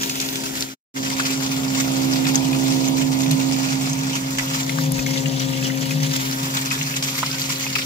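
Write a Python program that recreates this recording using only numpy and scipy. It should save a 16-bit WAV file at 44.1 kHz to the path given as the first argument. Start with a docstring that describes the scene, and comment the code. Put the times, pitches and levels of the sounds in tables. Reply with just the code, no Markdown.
"""Pump on a barrel

A small electric pump on a slab over a plastic barrel throws a jet of water onto a crate and wet ground.
The shaft hums as sines at whole orders, noise rings the barrel and board, and short rings make the drops.
A pair of ports moves around the motor, so level and left-right balance drift.
The sound fades to near silence before one second and soon returns."""
import sys
import numpy as np
from scipy import signal
from scipy.io import wavfile
from scipy.ndimage import uniform_filter1d

SR = 44100
rng = np.random.default_rng(int(sys.argv[2]) if len(sys.argv) > 2 else 0)


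def dump_mix(stems):
    """Bounce the given channels to the path in sys.argv[1] as a 16-bit WAV at rate SR."""
    frames = np.atleast_2d(stems).T  # one column per channel
    limited = np.clip(frames, -1, 1)  # hard clip at full scale
    pcm = np.round(limited * 32767).astype(np.int16)
    wavfile.write(sys.argv[1], SR, pcm)


N = 346185


def amp(db):
    """Decibels to gain."""
    return 10 ** (np.asarray(db) / 20)


def evened(x):
    """Scales to an rms of one."""
    return x / np.sqrt(np.mean(x ** 2) + 1e-20)


def read(points, hz):
    """Reads a table on a log-frequency axis."""
    f, value = np.transpose(points)
    return np.interp(np.log(hz + 1), np.log(f + 1), value)


def columns(rows):
    """Draws each column after the time as a curve, sample by sample."""
    s, *rest = np.transpose(rows)
    return [np.interp(np.arange(N) / SR, s, c) for c in rest]


def sides(db):
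    """Left and right gains for a left-right difference at constant power."""
    pair = amp(np.array([db, -db]) / 2)
    return pair / np.sqrt(np.mean(pair ** 2, axis=0))


def wander(hz):
    """Slow random drift of rms one: noise low-passed at hz."""
    lowpass = signal.butter(2, hz, fs=SR, output="sos")
    return evened(signal.sosfilt(lowpass, rng.standard_normal(N)))


def bandpass(lo_hz, hi_hz):
    """Second-order band-pass filter sections."""
    return signal.butter(2, [lo_hz, hi_hz], "band", fs=SR, output="sos")


# Head start of the left port, before stretching. Each row: frequency in Hz, lead in radians.
PORT_LEAD = [(0, 0), (350, 0), (860, 1.6), (1040, 2.3), (1380, 3.05), (1700, 3.4), (2000, 4.4), (2200, 6),
             (2900, 9.4), (4200, 10.2), (5500, 12.6), (7000, 15.7), (8900, 22), (16200, 35)]
# Likeness of the two ports. Each row: frequency in Hz, share heard alike (0 to 1).
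PORT_LIKENESS = [(60, .9), (140, .97), (300, .8), (600, .3), (1250, .84), (1550, .9), (1750, .62),
                 (2100, .15), (2900, .5), (6500, .4), (8000, .2), (15000, .12)]
# Colour of the right port. Each row: frequency in Hz, gain in dB.
RIGHT_COLOUR = [(300, -2.5), (800, 0), (1200, -1.5), (1550, -1), (2500, 3), (4000, -4.5), (5000, 1.5),
                (6500, 0.5), (9000, -1), (15000, 0)]
# Motor and barrel rim shade the water as the ports move; the stretches also serve the unshaded sources.
# Each row: time in seconds, gain of the low splash in dB, gain of the top in dB, left-right difference
# in dB, stretch of the path difference (a factor) in the low and in the high splash.
PORT_SHADE = [(0, 2, -4.5, -0.5, 1.26, 0.77), (.6, 6.1, -0.5, -0.54, 1.52, 1.09),
              (1.4, 7.5, -2.5, 1, 0.71, 1.07), (2.3, 4.3, -4, 0.66, 0.79, 1.02),
              (3.2, 2.2, -3, 0.34, 0.79, 1.005), (4.5, 9.1, -1, -0.42, 0.89, 1),
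              (5, 3.5, -4, 0.66, 1.03, 1.32), (6, 3.6, -6, 0.51, 1.06, 1.31),
              (6.5, 10.7, -0.5, -0.42, 1.06, 0.97), (7.2, 3.7, -3.5, -0.29, 0.67, 1.05),
              (7.85, 1.7, -6, -0.42, 0.71, 1.07)]


def ports(direct, scattered, colour, shaded=False, patchy_db=0):
    """Colours a source; the right port hears it late and mixed with its scattered share."""
    hz, s, (left, other) = signal.stft([direct, scattered], SR, nperseg=1024)
    at, *curves = np.transpose(PORT_SHADE)
    low_db, top_db, pan, low_stretch, high_stretch = (np.interp(s, at, c) for c in curves)
    low = 1 / (1 + (hz / 1800) ** 6)
    top = 1 / (1 + (6000 / (hz + 1)) ** 6)
    same = np.clip(read(PORT_LIKENESS, hz), 0, 1)[:, None]
    lead = np.interp(hz, *np.transpose(PORT_LEAD))[:, None]
    stretch = np.outer(low, low_stretch) + np.outer(1 - low, high_stretch)
    late = np.exp(-1j * lead * stretch)
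    right = same * late * left + np.sqrt(1 - same ** 2) * other
    right = right * amp(read(RIGHT_COLOUR, hz))[:, None]
    # the landing place wanders, so patches of pitch swell and sink
    patches = uniform_filter1d(rng.standard_normal(left.shape), size=16, axis=0)
    patches = evened(uniform_filter1d(patches, size=4, axis=1))
    shade_db = shaded * (np.outer(low, low_db) + np.outer(top, top_db))
    gain = amp(read(colour, hz)[:, None] + shade_db + patchy_db * patches)
    pair = np.array([left, right]) * gain * sides(shaded * pan)[:, None]
    return evened(signal.istft(pair, nperseg=1024)[1][:, :N])


STILL_AIR_DB = -60
# Swells of air on the ports. Each row: centre in seconds, level in dB, half length in seconds.
AIR_GUSTS = [(3.95, -54, .05), (4.414, -48, 0.1), (4.982, -39, 0.049), (5.55, -52, 0.11), (6.3, -51, .08),
             (7, -64, 0.092)]


def moving_air():
    """Air moving over the ports: deep band-passed noise in bell-shaped gusts."""
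    now = np.arange(N) / SR
    swells = sum(amp(db) * np.exp(-((now - s) / half) ** 2) for s, db, half in AIR_GUSTS)
    air = signal.sosfilt(bandpass(40, 64), rng.standard_normal((2, N)))
    air = air + 1.2 * air[::-1]  # each port also hears the other's air
    return (amp(STILL_AIR_DB) + swells) * sides(7.)[:, None] * evened(air)


# Faint thin tones. Each row: start in seconds, length in seconds, first pitch in Hz, last pitch in Hz,
# level in dB.
THIN_TONES = [(6.72, .09, 1710, 1690, -46), (6.86, .08, 1690, 1690, -47.5), (7.29, .11, 1570, 1520, -44.5)]


def whistles():
    """A few faint sine tones, steady or slightly falling, softly in and out."""
    out = np.zeros(N)
    for s, length, from_hz, to_hz, db in THIN_TONES:
        u = np.arange(0, 1, 1 / (length * SR))
        phase = 2 * np.pi * np.cumsum(from_hz + (to_hz - from_hz) * u) / SR
        out[round(s * SR):][:len(u)] += amp(db) * 2 * np.sin(np.pi * u) * np.sin(phase)
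    return out


# the slab follows a share of the 4th shaft order's swing about its middle level
RUMBLE_DB, RUMBLE_SHARE, MID_4TH_DB = -37, 0.49, -30


def slab_db():
    """Level of the slab rumble, from the nearness of the motor."""
    return RUMBLE_DB + RUMBLE_SHARE * (columns(SHAFT_ORDERS)[0] - MID_4TH_DB)


# Two noisy rings, the lower one from the mounting board and an upper one near 940 Hz. Each row: pitch in Hz,
# width in Hz, level in dB before the motor's nearness.
NOISY_RINGS = [(411, 48, -49), (943, 59, -47.5)]


def noisy_rings():
    """Resonances shaken by noise, the board's and one near 940 Hz, ringing in short uneven swells."""
    out, t = np.zeros((2, N)), np.arange(SR // 10) / SR
    for hz, width, db in NOISY_RINGS:
        shake = rng.standard_normal((2, N)) * amp(3 * wander(8))
        ring = t * np.exp(-np.pi * width * t) * np.sin(2 * np.pi * hz * t)
        out += amp(db) * evened(signal.oaconvolve(shake, ring[None], axes=1)[:, :N])
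    return out * amp(slab_db() - RUMBLE_DB)


# Colour of the slab rumble. Each row: frequency in Hz, relative density in dB per Hz.
RUMBLE_COLOUR = [(40, -36.5), (65, -1), (100, -13.5), (200, 4), (420, -9.5), (700, -8.5), (900, -11.5),
                 (1300, -24), (3000, -63)]


def slab_rumble(knock):
    """The slab rumbles: coloured noise, pulsed once and twice a turn by the shaft load."""
    return amp(slab_db()) * ports(*rng.standard_normal((2, N)) * knock, RUMBLE_COLOUR)


# Drum modes of the barrel wall. Each row: pitch in Hz, nominal width in Hz (damped 1.5 times as fast),
# relative level in dB.
BARREL_MODES = [(148, 4.5, 11), (155, 5, 3)]
# Level of the boom noise over time. Each row: time in seconds, level in dB.
BOOM_LEVEL = [(0, -48.5), (.62, -51), (1.2, -35), (2.02, -37), (2.08, -29), (2.73, -27.5), (2.81, -39),
              (3.1, -25), (3.17, -48), (3.32, -18), (3.4, -35), (3.87, -27), (4.44, -40), (4.53, -29),
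              (4.65, -39), (4.75, -25), (4.91, -19), (5.01, -30), (5.06, -28), (5.19, -29), (5.25, -25.5),
              (5.48, -32), (5.56, -38), (5.65, -29), (5.72, -37), (5.95, -22.5), (6.11, -26), (6.22, -43),
              (6.31, -31), (6.37, -42), (6.43, -29), (6.75, -43), (6.82, -28), (6.88, -35), (7.7, -37),
              (7.85, -40)]
BASS_LEAN_SHARE = 0.17  # the 2nd order and the boom take this share of the 4th order's lean to the left


def barrel_boom():
    """Turbulence in the hose, plain noise, shakes the barrel wall; both ports hear its modes alike."""
    shake, t = rng.standard_normal(N), np.arange(SR // 3) / SR
    wall = sum(amp(db) * width * t * np.exp(-np.pi * 1.5 * width * t) * np.sin(2 * np.pi * hz * t)
               for hz, width, db in BARREL_MODES)
    boom = evened(signal.oaconvolve(shake, wall)[:N])
    # the boom flutters less than pure chance would
    loudness = np.sqrt(abs(uniform_filter1d(boom ** 2, 2000)))
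    boom = evened(boom / (0.15 + loudness) ** 0.53)
    lean_db = BASS_LEAN_SHARE * np.maximum(columns(SHAFT_ORDERS)[1], 0)
    return amp(columns(BOOM_LEVEL)[0]) * sides(lean_db) * boom


SHAFT_HZ = 66.62
# Strong shaft orders as the ports move around the motor. Each row: time in seconds, 4th order in dB, its
# left-right difference in dB, 8th order in dB, its lead on the left in radians, then the 5th, 6th and
# 2nd orders in dB.
SHAFT_ORDERS = [(0, -35.5, 6, -57, -2, -51.5, -42.5, -47.5), (.62, -36, 7.5, -52.5, 1, -47.5, -44.5, -45),
                (1, -26.5, -7, -40.5, 4.5, -52, -39.5, -37.5), (1.55, -23.5, -5, -40, 4, -57, -41, -33.5),
                (1.97, -20, -13, -34.5, 4, -36.5, -41, -30), (2.75, -18.5, -21, -38, 1, -35.5, -36, -30),
                (3.48, -19.5, -16.5, -36, 4, -40, -52, -29), (3.84, -22.5, -11, -41, 3, -56, -55, -32.5),
                (4.49, -28.5, 0, -39.5, 4.5, -53, -53, -32.5),
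                (4.81, -23.5, 10.5, -34, 1.4, -54, -53, -30.5),
                (5.48, -25, 23, -35.5, 1.2, -58, -45, -26.5), (5.95, -24.5, 20, -37, 0.2, -56, -45, -29.5),
                (6.42, -28.5, 1, -40.5, 5, -54, -42, -31), (7.1, -32.5, 2, -43, 1.5, -68, -54, -33),
                (7.85, -33, 3, -41, 1.85, -52, -46, -36)]
# Weaker shaft orders. Each row: multiple of the shaft rate, level in dB above the 4th (while that is at
# NEAR_4TH_DB), own left-right difference in dB, lead on the left in radians.
WEAK_ORDERS = [(1, -30, 3, 1.4), (3, -19.5, -1, 2.5), (7, -24.5, 18.5, 3.5), (9, -30.5, 10, 0.67),
               (10, -25.5, 2.5, 1), (11, -27, 0, 1.1), (12, -26.5, -2.5, 1.25), (13, -30, 1.5, 1.1),
               (14, -24.5, 5, 2.3), (15, -28, 6, 1.54), (18, -28, 11.5, 2.7)]
WEAK_SWING, NEAR_4TH_DB = 0.4, -21.5  # the weaker orders fall off faster than the 4th away from the motor
LEAN_SHARE = .45  # the weaker orders take this share of the 4th order's left-right lean
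LEAD_4TH = 0.2  # radians the 4th order leads on the left
MIRROR_8TH = -0.54  # while the motor is on the right, the 8th order leans the other way by this share


def motor():
    """Shaft orders as slightly wavering sines; also gives the load the shaft puts on the slab."""
    db4, pan4, db8, lead8, db5, db6, db2 = columns(SHAFT_ORDERS)
    turn = 2 * np.pi * np.cumsum(SHAFT_HZ + 0.094 * wander(2.9)) / SR
    ear = np.array([[.5], [-.5]])  # a lead is split between left and right
    pan8 = MIRROR_8TH * np.minimum(pan4, 0)
    pan2 = BASS_LEAN_SHARE * np.maximum(pan4, 0)
    hum = amp(db4 + 0.6 * wander(6)) * sides(pan4) * np.sin(4 * turn + ear * LEAD_4TH)
    hum += amp(db8 + 1.1 * wander(9.7)) * sides(pan8) * np.sin(8 * turn + ear * lead8)
    hum += amp(db5 + .7 * wander(8)) * sides(13.)[:, None] * np.sin(5 * turn)
    hum += amp(db6 + .7 * wander(8)) * sides(14.)[:, None] * np.sin(6 * turn + ear * 2.6)
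    hum += amp(db2 + .8 * wander(8)) * sides(pan2) * np.sin(2 * turn + .7)
    for k, db, pan, lead in WEAK_ORDERS:
        level_db = db + db4 + WEAK_SWING * (db4 - NEAR_4TH_DB) + 2.5 * wander(4)
        waver = 2 * np.pi * rng.random() + .05 * k * wander(8)
        tone = np.sin(round(k) * turn + ear * lead + waver)
        hum += amp(level_db) * sides(pan + LEAN_SHARE * pan4) * tone
    # the unbalanced coupling loads the slab once and twice a turn
    knock = 1 + .3 * np.cos(turn) + 0.48 * np.cos(2 * turn)
    return np.sqrt(2) * hum, knock


# Drops that burst on the slab right by the ports. Each row: start in seconds, peak level in dB before
# panning, lowest Hz, highest Hz, crackle t60 in seconds, left-right difference in dB.
SLAB_BURSTS = [(.033, -16.5, 1800, 7000, 0.022, -2), (0.096, -16, 2000, 7500, 0.016, -2),
               (.201, -15.5, 3020, 7500, 0.027, 0), (0.214, -17, 5000, 7550, 0.025, -3),
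               (.289, -20, 2500, 6030, .02, 2), (0.3565, -18.5, 2280, 7250, 0.034, 0),
               (0.608, -15, 3500, 9000, 0.018, 0), (0.624, -16, 2470, 6000, 0.024, 5),
               (1.101, -12.5, 2000, 8100, .025, 5), (4.694, -14, 1800, 5000, .025, 4),
               (4.785, -17, 800, 1800, 0.012, 6), (2.3556, -11, 4570, 7160, 0.027, -7),
               (3.314, -8, 2500, 15000, 0.0082, 5), (4.9205, -3, 7040, 17000, 0.006, 9),
               (4.3863, -13, 5000, 7400, .018, 0), (4.9226, -16, 8000, 13000, .006, 1),
               (6.1655, -11, 4500, 15000, 0.0066, 0), (6.175, -23, 6000, 15000, .006, 0),
               (6.312, -12, 4500, 15000, .004, 0), (7.2305, -13, 750, 2600, 0.014, 6),
               (7.234, -18, 900, 2900, .012, 2), (7.755, -13, 1900, 2980, .05, 4),
               (7.787, -18, 1900, 2800, 0.066, 1), (7.819, -18, 2220, 3800, .04, 0)]
TICK_DB = 5  # the first instant of a burst, above its crackle


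def snaps():
    """Each bursting drop is a sharp tick and a quickly dying crackle of noise in its band."""
    out, t = np.zeros((2, N + 2000)), np.arange(2000) / SR
    for s, db, lo_hz, hi_hz, t60, pan in SLAB_BURSTS:
        band = bandpass(lo_hz, min(hi_hz, 20000))
        tick = signal.sosfilt(band, 1. * (t == 0))
        crackle = evened(signal.sosfilt(band, rng.standard_normal((2, len(t))))) * amp(-60 * t / t60)
        burst = amp(TICK_DB) * tick / abs(tick).max() + crackle
        out[:, round(s * SR):][:, :len(t)] += amp(db - TICK_DB) * sides(pan)[:, None] * burst
    return out[:, :N]


# Large drops. Each row: start in seconds, level in dB (its parts are scaled below it), ring in Hz,
# left-right difference in dB.
LARGE_DROPS = [(.032, -20, 2900, 1), (.096, -16, 6600, -6), (.097, -21, 2560, 0), (.201, -16, 3660, 13),
               (.288, -20, 3530, -3), (0.201, -20, 5700, -6), (.356, -23, 3530, 4), (.608, -18, 6900, -3),
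               (.624, -14.5, 4630, -1), (1.068, -16, 2620, 7), (1.102, -19, 2130, 6), (1.197, -7, 1520, 2),
               (1.749, -16, 2720, -2), (2.254, -13, 2530, 20), (2.356, 3, 6440, 3), (2.3562, -13, 5150, 1),
               (2.362, -8, 6340, 0), (2.53, -14.5, 2470, 0), (3.865, -13.5, 5160, 2),
               (3.932, -7.5, 6360, 3), (4.385, -12, 2035, 8), (4.394, -8, 2006, -5),
               (4.599, -12.5, 7070, 11), (4.694, -14, 2150, 2), (4.7866, -12, 1270, 19),
               (4.785, -19, 1660, 0), (4.991, -14, 2520, 4.5), (5.063, -12, 2170, 3),
               (5.065, -12.5, 6200, 4), (5.175, -11, 3500, 6), (5.535, -16, 2770, 9),
               (5.626, -14.5, 2630, -3), (5.7, -15, 2030, 0), (5.258, -10, 2800, 10),
               (5.397, -10, 5860, .5), (5.909, -13.5, 2500, 7), (6.1655, -8, 7200, -2),
               (6.312, -16, 5270, -.5), (6.468, -20, 950, 0), (7.641, -17, 2140, 2), (7.656, -21, 980, 0),
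               (7.667, -17, 930, -3), (7.501, -17, 1000, -4), (7.521, -24, 2600, 0), (7.49, -23, 2270, 4),
               (7.305, -21, 1300, 3), (6.711, -8.5, 2510, 8), (6.812, -8.5, 2760, 6), (7.026, -14, 5520, 0),
               (7.23, -2.5, 1010, -5), (7.2335, -5, 1310, 1), (7.185, -18, 2070, -4),
               (7.665, -12.5, 2520, -1), (7.61, -24, 2280, -4), (6.94, -13.5, 2580, 0),
               (5.158, -17, 2150, 14), (7.2617, -9, 5150, -1.5), (7.313, -9, 4960, -3),
               (7.417, -10.5, 4600, -1), (7.756, -9.5, 2420, 13), (7.763, -8.5, 1270, 4),
               (7.236, -14, 2010, -1), (7.789, -17, 2100, 7)]
RING_T60_S, RING_SLOPE = 0.043, -0.8  # ring time at 2 kHz, and its power law in pitch
KNOCK_HZ, KNOCK_T60_S = 1400, .015  # drops up to this pitch knock on the slab, reaching both ports together
FUZZ_DB, SLAP_DB = -10.5, -24  # gains of the fuzz and the slap noise


def splats():
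    """Each large drop: a ring at its own pitch, fuzz around it and a short bright slap."""
    out, t = np.zeros((2, N + 4000)), np.arange(3000) / SR
    bright = signal.butter(2, 4000, "high", fs=SR, output="sos")
    attack = 1 - np.exp(-t / .00025)
    for s, db, hz, pan in LARGE_DROPS:
        noise = rng.standard_normal((2, len(t)))
        t60 = RING_T60_S * (hz / 2000) ** RING_SLOPE if hz > KNOCK_HZ else KNOCK_T60_S
        lag = np.interp(hz, *np.transpose(PORT_LEAD)) * (hz > KNOCK_HZ)
        ring = np.sin(2 * np.pi * hz * t - np.array([[0], [lag]]))
        # the wet surface answers in a band around the ring, differently at each port
        fuzz = evened(signal.sosfilt(bandpass(hz * 0.72, hz * 1.15), noise))
        drop = amp(-60 * t / t60) * (0.62 * ring + amp(FUZZ_DB) * fuzz)
        drop += amp(SLAP_DB - 60 * t / 0.01) * signal.sosfilt(bright, noise)
        out[:, round(s * SR):][:, :len(t)] += amp(db) * sides(pan)[:, None] * attack * drop
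    return out[:, :N]


def patter(per_s, spread_db, lo_hz, hi_hz, cycles, t60, wet_db, count=40):
    """Many small drops, short rings of varied pitch and place; gives the near and the scattered sound."""
    size = amp(spread_db * np.minimum(rng.exponential(1, N), 4.5)) * (rng.random(N) < per_s / SR)
    kind, out, t = rng.integers(0, count, N), np.zeros((2, N)), np.arange(2000) / SR
    for k, hz in enumerate(rng.permutation(np.geomspace(lo_hz, hi_hz, count))):
        u = t * hz  # time in cycles
        ring = (1 - np.exp(-u / 0.43)) * np.exp(-u / cycles)
        ring = ring * np.sin(2 * np.pi * u * (1 + 0.00568 * u))  # the pitch rises slightly
        # each landing place has its own reflections off ground, crate and slab
        tails = rng.standard_normal((2, len(t))) * amp(-60 * t / t60)
        tails = tails / np.linalg.norm(tails, axis=1)[:, None]
        heard = signal.fftconvolve(ring[None], tails, axes=1)[:, :len(t)]
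        heard[0] = ring + amp(wet_db) * heard[0]
        heard *= np.sqrt(hz) / np.linalg.norm(heard, axis=1)[:, None]
        out += signal.oaconvolve((size * (kind == k))[None], heard, axes=1)[:, :N]
    return evened(out)


# Level changes of the splash. Each row: time in seconds, step up or down in dB that dies away afterwards,
# rise or dip in dB leading up to that time.
SPLASH_STEPS = [(0.094, 3.5, 1.5), (.155, 7, 0.5), (0.199, -1, -5.5), (.355, 4, 1), (.607, 4, 2.5),
                (.436, 3, -2), (1.028, 2.5, -7), (1.101, -1.5, -1), (1.252, 5, 0), (1.305, 4.5, 0.5),
                (1.402, 4.5, -0.5), (1.516, 6.5, 1), (1.575, 4, 0.5), (1.798, 5.5, 2), (1.958, 2, 1),
                (2.045, 4, 2.5), (2.11, 5.5, 0.5), (2.159, 4, 0.5), (2.284, 3, 3), (2.528, 2.5, -2.5),
                (2.68, 7, 0), (2.734, 3, -1), (3.199, 7, 0.5), (3.722, 5, 2), (3.81, 5, -2.5),
                (4.154, 7, -0.5), (4.306, 5.5, 0.5), (4.491, 1, -1.5), (4.599, 7, 3), (4.664, 3.5, -2.5),
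                (5.105, 2.5, -0.5), (5.524, 3, -1), (5.907, 6.5, 0.5), (6.032, 6.5, 0.5),
                (6.135, 4.5, -0.5), (6.312, 4.5, 2.5), (6.651, 6, -1), (6.812, 1.5, -1), (6.864, 4.5, -0.5),
                (6.963, 7.5, 2), (7.492, 5, -1), (1.166, 3, -4), (1.748, 5.5, -1), (1.914, 5, 0.5),
                (2.344, 5, 1), (2.97, 4, -2), (3.115, 3, -3), (3.235, 1.5, -2), (3.309, 6, -5),
                (3.46, 0.5, -1), (4.384, 9.5, -2), (4.693, 1, -4), (4.784, 1.5, -2), (4.91, -4.5, -6),
                (4.98, 5, 1.5), (5.062, 2, -4.5), (5.401, 5.5, 0.5), (5.68, 2.5, 4), (5.855, 7, 1),
                (6.165, -6, 2.5), (6.214, 7.5, 5), (6.43, 2.5, -3.5), (6.539, 5, -1), (6.713, 2.5, -4.5),
                (7.025, 4, -6.5), (7.19, 4, 2.5), (7.395, 4, -1), (7.44, 2, -1.5), (7.516, 1.5, -0.5),
                (7.596, 4, -1.5), (7.753, 6.5, -3)]
LEAD_UP_S, DIE_AWAY_S = 0.061, 0.028  # time constants before and after each step


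def bunching_db():
    """The broken jet's uneven level: a rise or dip leads up to each step, which then dies away."""
    s, *db = np.transpose(SPLASH_STEPS)
    step, lead_up = np.zeros((2, N))
    step[(s * SR).astype(int)], lead_up[(s * SR).astype(int) - 1] = db

    def fading(x, tau):
        return signal.lfilter([1], [1, -np.exp(-1 / (tau * SR))], x)
    return fading(step, DIE_AWAY_S) + fading(lead_up[::-1], LEAD_UP_S)[::-1]


# Strength of the jet's landing, before bunching. Each row: time in seconds, splash in dB, fine spray in dB.
JET_FLOW = [(0, -29, -36.5), (.55, -35, -40), (1, -25, -35), (1.5, -28.5, -37.5), (2.6, -27, -36.5),
            (3.5, -26, -37), (4.25, -28.5, -39), (4.8, -26.5, -35.5), (5.5, -28.5, -39.5), (6.1, -30, -39),
            (6.4, -27, -33.5), (7.1, -26, -34.5), (7.5, -24, -33.5), (7.85, -24.5, -34.5)]
# Colour of the splash. Each row: frequency in Hz, relative density in dB per Hz.
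SPLASH_COLOUR = [(300, -27.5), (750, -15.5), (1100, -6.5), (1600, -4), (2400, -3.5), (3600, 1),
                 (5200, -0.5), (7200, 2.5), (8300, -7.5), (11000, -15), (16000, -39.5)]
# Colour of the fine spray. Each row: frequency in Hz, relative density in dB per Hz.
SPRAY_COLOUR = [(5000, -38), (8000, -10), (9000, -4), (12000, -1), (15400, -0.5), (17000, -8)]
SPRAY_SHARE = 0.91  # the spray follows this share of the bunching in dB


def splash():
    """The broken jet lands in clumps: hiss, patter, taps on the crate and fine spray swell together."""
    level_db, spray_db = columns(JET_FLOW)
    bunch_db = bunching_db()
    # small clumps, about 55 a second, each land at once and drain away in 11 ms
    landing = rng.random(N) * (rng.random(N) < 55 / SR)
    clumps = evened(1 + .95 * signal.lfilter([1], [1, -np.exp(-1 / (.011 * SR))], landing))
    drops = patter(2000, 2.34, 736, 8760, cycles=1.29, t60=0.098, wet_db=0.0, count=14)
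    taps = amp(-12.0) * patter(140, 4.2, 881.0, 7360, cycles=8.3, t60=0.011, wet_db=-4.0, count=14)
    crate = amp(-12.0) * patter(60, 3.0, 1951, 2810, cycles=8.8, t60=0.12, wet_db=9.5, count=6)
    hiss = amp(1.0) * rng.standard_normal((2, N))
    water = ports(*(drops + taps + crate + hiss), SPLASH_COLOUR, shaded=True, patchy_db=1.0)
    mist = patter(1300, 3.2, 6850, 16800, cycles=2.3, t60=0.024, wet_db=-0.5, count=7)
    fine_hiss = amp(6.0) * rng.standard_normal((2, N))
    spray = ports(*(mist + fine_hiss), SPRAY_COLOUR, patchy_db=2.55)
    landed = clumps * amp(level_db + bunch_db) * water
    return landed + np.sqrt(clumps) * amp(spray_db + SPRAY_SHARE * bunch_db) * spray


def scene():
    """Air, board, slab, barrel, motor and water together."""
    hum, knock = motor()
    background = moving_air() + whistles() + noisy_rings() + slab_rumble(knock) + barrel_boom()
    return background + hum + snaps() + splats() + splash()


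# Overall level, with one fade to near silence and back. Each row: time in seconds, gain in dB.
OVERALL_FADE = [(.635, 3), (.66, -2), (.737, -9), (.749, -27), (.765, -68), (.936, -97.5), (.942, -18),
                (.96, -3), (1, -1.5)]
EDGE_HZ = 15650  # upper band limit


def record(dry):
    """Fades the sound out and back in once, then limits the band with a steep low-pass."""
    faded = dry * amp(columns(OVERALL_FADE)[0])
    lowpass = signal.firwin(511, EDGE_HZ, window=("kaiser", 9), fs=SR)
    return signal.oaconvolve(faded, lowpass[None], "same")


dry = scene()
out = record(dry)
dump_mix(out)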